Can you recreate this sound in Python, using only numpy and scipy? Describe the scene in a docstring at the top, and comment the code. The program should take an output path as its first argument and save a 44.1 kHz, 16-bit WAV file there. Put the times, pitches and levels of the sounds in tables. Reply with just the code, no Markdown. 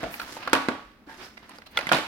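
"""Knocks, clicks and scraping of a plastic disc case handled on a table in a small, bare room, close by.
A hand lands on it, drags it and stands it on its edge with two knocks, slides along it,
then tips it over: the loose lid clicks and the case slaps down flat, the disc rattling inside.
Impacts are short force pulses that excite decaying modes and a diffuse room tail; friction is
coloured noise with a moving level, and the swinging case adds low swells over a steady room tone."""
import sys
import numpy as np
from scipy import signal
from scipy.fft import rfft, irfft, next_fast_len
from scipy.io import wavfile
from scipy.ndimage import uniform_filter1d

SR = 44100
rng = np.random.default_rng(int(sys.argv[2]) if len(sys.argv) > 2 else 0)


def master_out(mix):
    """Clip the mix to full scale and print it as 16-bit PCM to the path in sys.argv[1]."""
    frames = np.transpose(np.atleast_2d(mix))
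    ceiling = np.clip(frames, -1, 1)
    pcm = np.round(ceiling * 32767).astype(np.int16)
    wavfile.write(sys.argv[1], SR, pcm)


N = 91331
T = np.arange(SR // 2) / SR  # time axis of one event, s
HZ = np.fft.rfftfreq(2 * len(T), 1 / SR)  # frequency axis of a pulse

# likeness of the two ears: frequency_hz, correlation (0 to 1)
LIKENESS = [(100, 0.88), (300, 0.9), (600, 0.89), (1200, 0.33), (3000, 0.055), (12000, 0.022)]
# broad spectrum of plastic on plastic: frequency_hz, level_db
CLACK_SPECTRUM = [(200, -31), (700, -3.5), (1100, -2), (1400, -1), (1750, -3), (2100, -5), (2700, -3.5),
                  (3400, -9), (4400, -7), (5500, -13.5), (7000, -26), (16000, -57)]
RUB_ROOM_DB = -3.5  # room tail relative to the direct rubbing sound


def amp(db):
    """Decibels express the logarithm of an amplitude ratio."""
    return 10 ** (np.asarray(db) / 20)


def unit(x):
    """Normalization to an RMS of one separates level from waveform."""
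    return x / np.sqrt(np.mean(x ** 2) + 1e-20)


def unit_energy(x):
    """Normalization to unit energy per channel makes responses of different decay comparable."""
    return unit(x) / np.sqrt(x.shape[-1])


def along(points, hz):
    """Interpolation on a log-frequency axis, from points of frequency_hz and value."""
    f, v = np.transpose(points)
    return np.interp(np.log(hz + 1), np.log(f + 1), v)


def filtered(x, response):
    """Linear filtering: the spectrum of x is multiplied by a response of frequency."""
    n = x.shape[-1]
    padded = next_fast_len(n + SR // 4)
    spectrum = rfft(x, padded) * response(np.fft.rfftfreq(padded, 1 / SR))
    return irfft(spectrum, padded)[..., :n]


def coloured(x, points):
    """Spectral shaping by a zero-phase gain curve of frequency_hz and level_db."""
    return filtered(x, lambda hz: amp(along(points, hz)))


def convolve(a, b):
    """Superposition: each sample of one signal launches a copy of the other."""
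    return signal.fftconvolve(np.atleast_2d(a), np.atleast_2d(b), axes=1)


def add(track, s, x):
    """Superposition of x on the track from time s."""
    i = round(s * SR)
    track[:, i:i + x.shape[1]] += x[:, :N - i]


def ear_angle(hz):
    """Interaural correlation as an angle: the cosine of twice the angle is the likeness."""
    return np.arccos(np.clip(along(LIKENESS, hz), -1, 1)) / 2


def spread(pair):
    """Interaural coherence: two unrelated signals become ears alike in the bass, apart in the treble."""
    def mid_side_gains(hz):
        return np.array([np.cos(ear_angle(hz)), np.sin(ear_angle(hz))])

    mid, side = filtered(pair, mid_side_gains)
    return np.array([mid + side, mid - side])


def noise(size):
    """Gaussian noise with the interaural coherence of a diffuse sound."""
    return spread(rng.standard_normal((2, size)))


def pulse(gain):
    """Minimum phase: folding the cepstrum gives a causal pulse with the given gain at each of HZ."""
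    cepstrum = irfft(np.log(gain + 1e-6))[:len(T)]
    cepstrum[1:] *= 2
    return irfft(np.exp(rfft(cepstrum, 2 * len(T))))[:len(T) // 8]


def ring(modes, scatter_db):
    """Modal decay: exponentially damped cosines, with random level scatter and a phase offset between ears."""
    out = np.zeros((2, len(T)))
    for hz, db, t60 in modes:
        phase = ear_angle(hz) * rng.choice([-1, 1])
        wave = np.cos(2 * np.pi * hz * T + np.array([[phase], [-phase]])) * amp(-60 * T / t60)
        out += amp(db + scatter_db * rng.normal()) * unit_energy(wave)
    return out


def room_tone():
    """Stationary noise: a steady, quiet background with a fixed spectrum."""
    # background spectrum: frequency_hz, level_db
    tone_spectrum = [(25, -22), (53, -11.5), (100, -17), (160, -21.5), (215, -7.5), (285, -16), (400, -20),
                     (600, -24.5), (1500, -27.5), (5000, -42.5), (8000, -50), (16000, -46)]
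    level_db = -57.5  # RMS
    return amp(level_db) * unit(coloured(noise(N), tone_spectrum))


def pushes():
    """Air displacement: low, soft swells from the swinging case, alike at both ears."""
    # swells: start_s, level_db
    push_table = [(0.03, -43.5), (0.23, -57), (0.842, -52)]
    push_hz, peak_s = 48, 0.02  # pitch; time at which the envelope peaks
    swell = T / peak_s * np.exp(1 - T / peak_s)
    wave = swell * np.sin(2 * np.pi * push_hz * T)
    out = np.zeros((2, N))
    for s, db in push_table:
        add(out, s, amp(db) * wave[None])
    return out


def room():
    """Diffuse reverberation: a noise tail that builds up, each frequency dying at its own speed."""
    # reverberation time: frequency_hz, t60_s
    decay_times = [(100, 0.37), (300, 0.29), (1500, 0.48), (5000, 0.51), (13000, 0.44)]
    # tail spectrum: frequency_hz, level_db
    tail_colour = [(50, 6), (170, -2.5), (300, -1.5), (1200, -0.5), (4000, -2.5), (8000, -6), (15000, -2)]
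    rise_s = 0.0043
    hz, t, z = signal.stft(noise(len(T)), SR, nperseg=256)
    decay = amp(-60 * t / along(decay_times, hz)[:, None])
    tail = signal.istft(z * decay, SR, nperseg=256)[1][:, :len(T)]
    build_up = 1 - np.exp(-(T / rise_s) ** 2)
    return coloured(unit_energy(tail * build_up), tail_colour)


def rubbing(level_db, spectrum):
    """Stick-slip friction: tiny random slips, clumped in time, without the shell's ringing modes."""
    slips_per_s, roughness_db = 3500, 1.9  # mean slip rate; RMS level variation
    slips = rng.standard_normal((2, N)) * (rng.random(N) < slips_per_s / SR)
    clumps = amp(roughness_db * unit(uniform_filter1d(rng.standard_normal(N), size=400)))
    direct = unit(coloured(spread(slips) * clumps, spectrum)) * amp(level_db)
    return direct + amp(RUB_ROOM_DB) * convolve(direct[0], room())[:, :N]


def sliding():
    """Sliding friction: the case scrapes over the table and fingers hiss along its sleeve."""
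    # level curves before the common trims: time_s, scrape_level_db, hiss_level_db
    level_curves = [(0, -35.5, -59), (.1, -45, -58.5), (.19, -45, -54), (0.258, -42.5, -57),
                    (.345, -45, -47.5), (.44, -41.5, -70), (.52, -41, -73), (.7, -46, -71),
                    (.85, -56.5, -75), (1.055, -67, -105), (1.104, -46, -65), (1.17, -49.5, -61.5),
                    (1.22, -42, -58), (1.265, -44.5, -56), (1.32, -68, -72), (1.41, -69, -68),
                    (1.432, -45.5, -86), (1.48, -60, -66), (1.514, -48.5, -74), (1.565, -49.5, -61.5),
                    (1.61, -66.5, -76), (1.7, -68, -83), (1.761, -40, -89), (2.07, -42, -60)]
    # low, broad scrape spectrum: frequency_hz, level_db
    scrape_spectrum = [(40, -14), (120, -4), (210, -3), (300, 5), (430, -6.5), (850, -1.5), (1600, -1),
                       (2800, -7), (5000, -12.5), (7000, -28.5), (16000, -32.5)]
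    # high hiss spectrum: frequency_hz, level_db
    hiss_spectrum = [(2500, 0), (5500, 5), (8000, -3), (12000, -6), (16000, -13.5)]
    scrape_trim_db, hiss_trim_db = -2, 3.5
    s, *levels = np.transpose(level_curves)
    scrape_db, hiss_db = [np.interp(np.arange(N) / SR, s, v) for v in levels]
    scrape = rubbing(scrape_db + scrape_trim_db, scrape_spectrum)
    return scrape + rubbing(hiss_db + hiss_trim_db, hiss_spectrum)


def scuffs():
    """Friction-driven resonance: a brief finger slip swells and sets one resonance of the plastic singing."""
    # slips: middle_s, length_s, scrape_level_db, pitch_hz, resonance_level_db, fizz_level_db
    scuff_table = [(0.139, 0.098, -69, 1920, -52, -43), (0.222, 0.068, -61, 1340, -43, -47),
                   (0.375, 0.023, -68, 850, -43, -64), (0.433, 0.038, -40, 2600, -47, -66.5),
                   (1.076, 0.035, -58, 284, -46, -87), (1.1, 0.08, -66.5, 884, -46.5, -89),
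                   (1.106, 0.079, -75, 1674, -47, -86), (1.213, 0.097, -49.5, 370, -52, -73),
                   (1.243, 0.07, -54, 5100, -51.5, -63.5), (1.377, 0.02, -45.5, 2100, -50.5, -81),
                   (1.669, 0.026, -46, 4120, -56.5, -58), (1.72, 0.042, -63, 2090, -62, -58),
                   (1.761, 0.016, -57, 1500, -57, -76)]
    # treble fizz spectrum: frequency_hz, level_db
    fizz_spectrum = [(4000, -16), (8000, -3), (12000, 2.5), (16000, 2)]
    q = 13  # sharpness of the resonance
    out = np.zeros((2, N))
    for middle, length, scrape_db, hz, ring_db, fizz_db in scuff_table:
        swell = np.sin(np.pi * np.minimum(T / length, 1)) ** 2
        slips = noise(len(T))
        # second-order bandpass with unit gain at hz
        singing = filtered(slips, lambda f: 1j * f * hz / (q * (hz ** 2 - f ** 2) + 1j * f * hz))
        scrape = amp(scrape_db) * unit(coloured(slips, CLACK_SPECTRUM))
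        fizz = amp(fizz_db) * unit(coloured(slips, fizz_spectrum))
        direct = swell * (scrape + amp(ring_db) * unit(singing) + fizz)
        start = middle - length / 2
        add(out, start, direct)
        add(out, start, amp(RUB_ROOM_DB) * convolve(direct[0], room()))
    return out


def snap():
    """Contact impulse: a single push in the bass, a dense and short noise flutter above it."""
    crossover_hz, flutter_t60_s = 610, 0.031
    low = signal.butter(2, crossover_hz, "low", fs=SR, output="sos")
    high = signal.butter(2, crossover_hz, "high", fs=SR, output="sos")
    flutter = unit_energy(noise(len(T)) * amp(-60 * T / flutter_t60_s))
    push = signal.sosfilt(low, signal.unit_impulse(len(T)))
    return push + signal.sosfilt(high, flutter)


def shell():
    """Modal response: the free case answers a contact with its own modes as well."""
    # modes of the plastic shell: pitch_hz, level_db, t60_s
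    shell_modes = [(491, -10, .06), (636, -13, 0.1), (873, -3, 0.022), (1205, -9, 0.041),
                   (1431, 0.5, 0.037), (1606, 0, 0.027), (2014, -3.5, 0.023), (2461, -2.5, 0.043),
                   (3580, -13, 0.01), (4430, -5, 0.034)]
    modes_db = -16  # all modes relative to the contact
    return unit_energy(snap() + amp(modes_db) * ring(shell_modes, scatter_db=2.0))


def clicks():
    """Light impact: lid and disc tap the shell with a broad clack and a ping that depends on the spot."""
    # taps: start_s, level_db, then relative to it ping pitch_hz, ping_level_db, body_level_db, tick_level_db
    click_table = [(0.141, -5, 2320, -7, -12, -19), (0.1988, -0.5, 1390, -7.5, -6, -23),
                   (0.202, -12.5, 4270, -0.5, -16, -31), (0.216, -2.5, 1413, -15, -11, -23.5),
                   (0.367, -10, 884, -4, 6.5, -28), (0.4751, -0.5, 1110, -3.5, 5, -47.5),
                   (0.477, 1.5, 1376, -5.5, -2, -44), (0.497, -9.5, 1600, -5.5, -25, -16),
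                   (0.5381, -5, 1510, 5, -21, -16), (0.5517, 7, 2910, -8, 0, -25),
                   (0.563, 2, 1142, -2.5, -1, -26), (1.377, -16.5, 2080, -2.5, -5, -37),
                   (1.4938, -12.5, 1015, -8, -24, -9.5), (1.5855, -17, 4860, -8.5, 8, -16),
                   (1.62, -14.5, 1950, -11, -17, -28), (1.773, 7.5, 3400, -3.5, -11, -17),
                   (1.7742, 6.5, 2047, -4, -16.5, -25), (1.7764, 3.5, 1410, -4.5, -6, -18),
                   (1.7892, 7.5, 1997, -15.5, -4, -23), (1.81, 2, 1810, -20, -23, -25),
                   (1.891, 7.5, 3180, -12.5, -14, -26), (1.894, 1.5, 2360, -13, -14, -32),
                   (1.947, 9, 3700, -13, -8, -24), (1.968, 6, 2380, -14, -10, -18),
                   (1.986, 1.5, 2230, -11.5, 6, -30)]
    # low body spectrum: frequency_hz, level_db
    body_spectrum = [(40, -16.5), (150, -11.5), (600, 4), (1200, -10.5), (3000, -40.5)]
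    # bright tick spectrum: frequency_hz, level_db
    tick_spectrum = [(2000, -25), (5000, -13.5), (7000, -6.5), (10500, 0.5), (13000, -8), (16000, -14)]
    room_db = -5
    ping_cycles = 46  # a ping fades by 60 dB in so many cycles
    out = np.zeros((2, N))
    for s, db, hz, ring_db, body_db, tick_db in click_table:
        body = amp(body_db + along(body_spectrum, HZ))
        tick = amp(tick_db + along(tick_spectrum, HZ))
        force = pulse(amp(along(CLACK_SPECTRUM, HZ)) + body + tick)
        add(out, s, amp(db) * convolve(force, shell() + amp(room_db) * room()))
        add(out, s, ring([(hz, db + ring_db, ping_cycles / hz)], scatter_db=0.5))
    return out


def knocks():
    """Heavy impact: the case meets the table, the struck panel rings and the room booms after it."""
    # frequencies at which each blow's force is set: frequency_hz
    force_hz = [170, 420, 700, 1050, 3800, 11000]
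    # blows on case and table: start_s, force_level_db at each of the six force_hz, room_level_db,
    # boom_level_db, panel_pitch_hz, panel_ring_level_db, panel_t60_s
    knock_table = [(0.0314, 12, 3.5, 7, -8.5, -12, -21, 4.5, -7, 652, 0.5, 0.12),
                   (0.038, 5.2, 8, 10, 1.5, -2, -23, -2.5, -5, 727, -13.5, 0.14),
                   (0.5314, 19, 20, 9, 18, 16, 13, -6.5, -0.5, 894, 2, 0.062),
                   (0.5342, 8.8, 12, 12.5, 12.5, 3.5, -16, 8, 2.5, 315.4, -7.5, 0.34),
                   (0.6857, 19.3, 18, 14.5, 14.5, 4, -7, -2, -7.5, 247, -3, 0.15),
                   (1.8695, 13, -4, -13, -1.5, -4.5, -8, 1, -25, 2076, -2.5, 0.032),
                   (1.9165, 12.6, 9.5, 24.5, 19, 10, -20, -6, -7.5, 970, 5, 0.095),
                   (1.922, 20, 11.5, 15.5, 12.5, 9, 8, 2, -5.5, 644, -18, .14),
                   (1.9313, 16.6, 16, 14, 10.5, 14, -7.5, 3.5, -4, 146, -6, 0.17)]
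    # force spectrum common to all blows: frequency_hz, level_db
    force_colour = [(25, -37), (60, -22), (110, -11), (170, -4), (270, 0.5), (420, 0.5), (700, 2.5),
                    (2400, -1), (4700, -4), (7000, -7), (10500, -9), (16000, -22)]
    # long resonances of table and room: pitch_hz, level_db, t60_s
    boom_modes = [(241.8, -22.5, 0.26), (268.7, -18.5, 0.31), (309, -24.5, 0.55), (462.6, -23.5, 0.29),
                  (983, -28, 0.35), (1132, -17, 0.56), (1470, -19, 0.42)]
    out = np.zeros((2, N))
    for s, *levels, room_db, boom_db, hz, ring_db, t60 in knock_table:
        force_db = along(list(zip(force_hz, levels)), HZ) + along(force_colour, HZ)
        boom = amp(boom_db) * ring(boom_modes, scatter_db=1)
        response = shell() + amp(room_db) * room() + boom
        blow = convolve(pulse(amp(force_db)), response)
        panel = ring([(hz, ring_db, t60)], scatter_db=0)
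        add(out, s, blow[:, :len(T)] + panel)
    return out


def scene():
    """Interaural level and time differences place the case; swells and room tone are added unplaced."""
    # level difference of the ears: frequency_hz, left_minus_right_db
    balance = [(100, -1.5), (300, -1), (650, 0.5), (1100, -3.5), (2000, -5), (4500, -3.5), (8000, -1),
               (11000, 3), (14000, -1)]
    left_lead_s = .00008
    sides = np.array([[.5], [-.5]])  # half of each difference goes to each ear

    def placement(hz):
        return amp(along(balance, hz) * sides) * np.exp(2j * np.pi * hz * left_lead_s * sides)

    case = filtered(knocks() + clicks() + scuffs() + sliding(), placement)
    return case + pushes() + room_tone()


def record(dry):
    """Soft saturation and band limiting: the highest peaks are rounded and the top treble removed."""
    ceiling, top_hz = .9, 15950
    rounded = dry / (1 + np.abs(dry / ceiling) ** 4) ** (1 / 4)
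    return filtered(rounded, lambda hz: hz < top_hz)


dry = scene()
out = record(dry)
master_out(out)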